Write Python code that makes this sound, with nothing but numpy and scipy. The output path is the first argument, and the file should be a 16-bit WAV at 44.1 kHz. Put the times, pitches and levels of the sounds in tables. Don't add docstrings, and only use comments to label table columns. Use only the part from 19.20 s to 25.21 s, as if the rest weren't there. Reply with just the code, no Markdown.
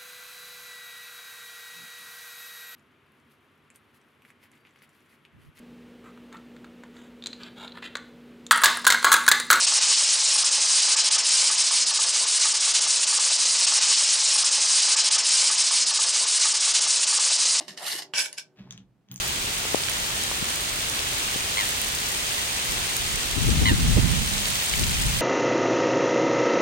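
import sys
import numpy as np
from scipy import signal
from scipy.fft import rfft, irfft
from scipy.io import wavfile
from scipy.ndimage import uniform_filter1d

SR = 44100
rng = np.random.default_rng(int(sys.argv[2]) if len(sys.argv) > 2 else 0)


def generate_wav(signal):
    frames = np.transpose(np.atleast_2d(signal))
    scaled = np.clip(frames, -1, 1) * 32767
    pcm = np.round(scaled).astype(np.int16)
    wavfile.write(sys.argv[1], SR, pcm)


N = 265041
TIME = np.arange(N) / SR
FREQ = np.maximum(np.fft.rfftfreq(N, 1 / SR), 1)
TOP_HZ = 15900


def undb(db):
    return 10 ** (np.asarray(db) / 20)


def unit(x):
    return x / np.sqrt(np.mean(x ** 2))


def gains(table, hz):
    points_hz, *columns_db = np.transpose(table)
    return np.array([undb(np.interp(np.log(hz), np.log(points_hz), db)) for db in columns_db])


def shape(x, gain):
    return irfft(rfft(x) * gain, N)


def walk(rate_hz):
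    hold = max(int(SR / rate_hz), 1)
    steps = np.repeat(rng.standard_normal(N // hold + 1), hold)
    return 0.92 * uniform_filter1d(uniform_filter1d(steps, hold), hold)[:N]


def envelope(t, attack_s, hold_s, fall_db_per_s):
    return np.clip(t / attack_s, 0, 1) * undb(-fall_db_per_s * np.maximum(t - attack_s - hold_s, 0))


def add(out, start_s, sound):
    i = max(int(start_s * SR), 0)
    out[..., i:i + sound.shape[-1]] += sound[..., :max(N - i, 0)]


def arrive(x, leftward, lag_s=0.00048):
    return shape(x, np.exp(1j * np.pi * FREQ * lag_s * leftward * np.array([[1], [-1]])))


def all_around(source, left_bias, count=12):
    sides = np.cos(np.pi * (np.arange(count) + .5) / count)
    return sum(arrive(source() * (1 + left_bias * side), side) for side in sides)


def rumble(level_db=-43, edge_hz=450, early_db=2, settle_s=2.9):
    # frequency in Hz, gain in dB.
    spectrum = [(12, -36), (20, -5), (43, 1.5), (88, -1.5), (198, -7.5), (252, -10.5), (287, -12),
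                (420, -7.5), (550, -30), (920, -120)]
    air = all_around(lambda: rng.standard_normal(N), left_bias=0, count=4)
    roll_offs = FREQ / np.hypot(FREQ, 30) / np.hypot(1, (FREQ / edge_hz) ** 2)
    low = unit(shape(air, gains(spectrum, FREQ) * roll_offs))
    return low * undb(level_db + early_db * np.exp(-TIME / settle_s) + 0.85 * walk(rate_hz=4.4))


def hum(hz=205, level_db=-41.0, start_s=4.87, waver=0.0091):
    gain = undb(level_db) * envelope(TIME - start_s, attack_s=0.075, hold_s=0.273, fall_db_per_s=262)
    pitch_hz = hz * (1 + waver * walk(rate_hz=15))
    return np.sqrt(2) * gain * np.sin(2 * np.pi * np.cumsum(pitch_hz) / SR)


def airflow_db(breeze_db=-43, unsteady_db=2.3, lee_lag_s=.055):
    # start, rise and hold in seconds, left and right level in dB.
    gusts = [(3.38, .06, 0.61, -44.5, -35.5), (4.115, .17, .32, -17.5, -22.5), (4.673, .04, .07, -28, -16),
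             (5.46, 0.073, .44, -26.5, -27)]
    t = np.array([TIME, TIME - lee_lag_s])
    power = undb(breeze_db) ** 2
    for start_s, rise_s, hold_s, *db in gusts:
        gust = undb(db)[:, None] * envelope(t - start_s, rise_s, hold_s, fall_db_per_s=35)
        power = power + gust ** 2
    return 10 * np.log10(power) + unsteady_db * np.array([walk(rate_hz=14) for _ in range(2)])


def wind(full_db=-16.5, brightening=0.39, calm_db=-40, edge_hz=700, split_hz=120, left_push_db=7):
    # frequency in Hz, gain in dB.
    spectrum = [(11, -34), (18, -11), (43, -0.5), (90, -4), (145, -2.5), (272, -12.5), (397, -26),
                (438, -23), (649, -48), (900, -53), (1170, -61), (1980, -120)]
    out = []
    for push_db, flow_db in zip((left_push_db, 0), airflow_db()):
        push = undb(push_db / (1 + (FREQ / 55) ** 2))
        colour = gains(spectrum, FREQ)[0] * push / np.hypot(1, (FREQ / edge_hz) ** 2)
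        eddies = unit(shape(rng.standard_normal(N), colour))
        large = shape(eddies, 1 / (1 + (FREQ / split_hz) ** 2))
        bursts_db = 3 * walk(rate_hz=45) - 1
        small = (eddies - large) * undb(bursts_db + brightening * (flow_db - full_db))
        turbulence = 1 / np.hypot(1, undb(2 * (calm_db - flow_db)))
        out.append((large + small) * turbulence * undb(flow_db))
    return np.array(out)


def buffets(half_width_s=0.014):
    # peak time in seconds, upper band edge in Hz, left and right level in dB.
    eddies = [(4.178, 300, -23, -38), (4.29, 300, -19.5, -42), (4.425, 328, -24, -20),
              (4.515, 317, -27, -19), (4.778, 395, -27, -14.5), (5.62, 290, -33, -24)]
    out = np.zeros((2, N))
    for peak_s, top_hz, *db in eddies:
        band = signal.butter(3, [50, top_hz], "band", fs=SR, output="sos")
        puff = unit(signal.sosfilt(band, rng.standard_normal((2, N))))
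        out += puff * np.exp(-((TIME - peak_s) / half_width_s) ** 2) * undb(db)[:, None]
    return out


def bird(top_hz=1050, flutter_hz=106, smooth_s=.08, trees_db=-24, trees_decay_s=0.074):
    # start in seconds, pitch factor, gain in dB, flutter depth (capped at 1).
    calls = [(2.3693, 1.02, -26, 1.06), (4.4536, 1.0, -21, 0.63)]
    # frequency in Hz, gain in dB.
    throat = [(950, -7.5), (1700, 1), (2050, -2.5), (2900, -4.5), (4100, -6), (5000, -34)]
    out, t = np.zeros(N), np.arange(SR // 10) / SR
    scoop_hz = 126 * np.exp(-t / 0.00416)
    sag_hz = 4600 * np.maximum(t - .021, 0)
    pitch_hz = top_hz - scoop_hz - sag_hz
    effort = envelope(t, attack_s=0.0039, hold_s=0.039, fall_db_per_s=520)
    beat = np.cos(2 * np.pi * flutter_hz * (t - .0042))
    flutter = np.maximum(1 - (t / smooth_s) ** 3, 0) * beat
    for start_s, factor, db, depth in calls:
        pulse = 1 + min(depth, 1) * flutter
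        jitter = .042 * walk(rate_hz=1300)[:len(t)]
        hz = pitch_hz * factor * (1 + .02 * (beat - .5) + jitter)
        rasp = undb(3 * walk(rate_hz=1400)[:len(t)])
        phase = 2 * np.pi * np.cumsum(hz) / SR
        voice = sum(gains(throat, k * hz)[0] * np.sin(k * phase) for k in range(1, 6))
        add(out, start_s, voice * pulse * rasp * effort * undb(db))
    tail = rng.standard_normal((2, SR // 2)) * np.exp(-TIME[:SR // 2] / trees_decay_s)
    trees = signal.fftconvolve(out[None], tail / np.linalg.norm(tail[0]), axes=1)[:, :N]
    return arrive(out, leftward=0.91) + undb(trees_db) * trees


def taps(rebound=2.9):
    # peak time in seconds, centre in Hz, left and right peak in dB.
    drops = [(.453, 700, -20, -21), (0.5464, 550, -1.5, -45), (1.115, 1100, -17, -17),
             (1.227, 209, -16.5, -44), (2.161, 336, -17, -35)]
    out = np.zeros((2, N))
    for peak_s, hz, *peak_db in drops:
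        exponent = 2 * (np.pi * hz * (TIME - peak_s)) ** 2
        pulse = np.exp(-exponent / rebound ** 2) - rebound * np.exp(-exponent)
        out += undb(peak_db)[:, None] * pulse / (rebound - 1)
    return out


def stray_drops(per_s=2.5, low_hz=4500, high_hz=12500, peak_db=-13.0, spread_db=2):
    when, pitch, size, side = rng.random((int(per_s * N / SR), 4)).T
    bright = np.sqrt(pitch)
    hz = low_hz * (high_hz / low_hz) ** bright
    db = peak_db + spread_db * (2 * size - 1)
    pan_db = 14 * (2 * bright - 1) + 10 * (2 * side - 1)
    return list(zip(when * N / SR, hz, db - np.maximum(pan_db, 0), db + np.minimum(pan_db, 0)))


def splashes(decay_cycles=7, snap=1.2):
    # start in seconds, centre in Hz, left and right peak in dB before the port filter.
    loud_drops = [(0.636, 3900, -12, -25), (0.685, 2500, -25, -15), (0.697, 9500, -12, -8),
                  (1.037, 8000, -12, -15), (1.289, 11500, -26, -11), (1.359, 11500, -29, -8),
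                  (1.698, 9700, -27, -9), (1.792, 4700, -13, -26), (2.49, 11500, -26, -7),
                  (2.616, 11000, -27, -6), (2.888, 9500, -29, -7), (3.767, 10100, -31, -4),
                  (3.959, 8700, -11, -10), (4.304, 5000, -15, -13), (5.256, 3700, -14, -16),
                  (5.537, 2600, -14, -17), (5.636, 3500, -12, -28)]
    out, t = np.zeros((2, N)), np.arange(SR // 100) / SR
    for start_s, hz, *peak_db in loud_drops + stray_drops():
        band = signal.butter(2, [hz * .65, min(hz * 1.4, TOP_HZ)], "band", fs=SR, output="sos")
        spray = rng.standard_normal((2, len(t))) * np.exp(-t * hz / decay_cycles)
        burst = signal.sosfilt(band, spray - snap * (t == 0))
        add(out, start_s, burst / np.abs(burst).max(axis=1, keepdims=True) * undb(peak_db)[:, None])
    port = undb(3) / np.hypot(1, FREQ / 7500)
    return shape(out, port)


def impacts(per_s, spread_db):
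    count = int(per_s * N / SR)
    size = undb(-spread_db * np.log(rng.random(count) + .005))
    return np.bincount(rng.integers(0, N, count), size * rng.choice([-1, 1], count), N)


def lake_hiss(scatter_hz=4300, flicker_db=.5):
    wash = unit(all_around(lambda: impacts(per_s=1500, spread_db=2.0), left_bias=0.11))
    scattered = unit(np.array([impacts(per_s=14000, spread_db=2.5) for _ in range(2)]))
    wash_share = 1 / (1 + (FREQ / scatter_hz) ** 4)
    hiss = shape(wash, np.sqrt(wash_share)) + shape(scattered, np.sqrt(1 - wash_share))
    return hiss * undb(flicker_db * walk(rate_hz=15))


def bubbles(per_s=240, centre_hz=2900, span_octaves=1.447, decay_cycles=7, glide=0.048):
    out, t = np.zeros(N), np.arange(SR // 60) / SR
    for when, pitch, size in rng.random((int(per_s * N / SR), 3)):
        hz = centre_hz * 2 ** (span_octaves * (pitch - .5))
        age = t * hz / decay_cycles
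        ring = np.exp(-age) * np.sin(2 * np.pi * hz * t * (1 + glide * age / 2))
        add(out, when * N / SR, ring * undb(10 * size))
    return out


def patter(per_s, spread_db, low_hz, spray_s):
    clicks = np.array([impacts(per_s, spread_db) for _ in range(2)])
    spray_power = signal.lfilter([1], [1, -np.exp(-2 / (spray_s * SR))], clicks ** 2 + 1e-18)
    drops = unit(clicks) + unit(np.sqrt(spray_power) * rng.standard_normal((2, N)))
    return shape(drops, FREQ ** 2 / (FREQ ** 2 + low_hz ** 2)) / np.sqrt(2)


def rain():
    # time in seconds, shower strength (scaled to dB per layer).
    shower = [(0, -2.5), (1.0, -2.5), (2.5, 0), (4.7, -1), (5.4, 1.35), (6.01, 0.6)]
    # frequency in Hz, left and right gain in dB.
    colour = [(150, -10, -6.5), (505, -4.5, -4.5), (1000, -2.5, -2), (1470, -2, -1), (2130, -2.5, -1.5),
              (3250, 1.76, 1.5), (4260, -1.5, -1), (5700, -1.5, -5.5), (6700, 0.2, -5), (8000, -5.5, -2.5),
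              (8520, -10.1, 2.5), (10420, -14, -9), (11900, -15, -12), (15200, -14, -10)]
    strength = np.interp(TIME, *np.transpose(shower))
    hiss = undb(-28 + 0.035 * strength) * lake_hiss()
    near = undb(-31 + 5.2 * strength) * patter(per_s=900, spread_db=4.5, low_hz=6260, spray_s=0.00032)
    close_ticks = undb(-39) * patter(per_s=16, spread_db=1.5, low_hz=7000, spray_s=.0007)
    fat_drops = undb(-39) * patter(per_s=30, spread_db=1, low_hz=2200, spray_s=0.0027)
    fizz = undb(-41 + 1.2 * strength) * unit(all_around(bubbles, left_bias=0.13, count=4))
    port = gains(colour, FREQ) * undb(5.5) * FREQ / np.hypot(FREQ, 150)
    return shape(hiss + near + close_ticks + fat_drops + fizz, port)


def scene():
    return rain() + splashes() + taps() + bird() + wind() + buffets() + rumble() + hum()


def record(dry):
    rounded = dry / (1 + (dry / .85) ** 4) ** .25
    return signal.sosfilt(signal.ellip(12, .1, 90, TOP_HZ, fs=SR, output="sos"), rounded)


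dry = scene()
out = record(dry)
generate_wav(out)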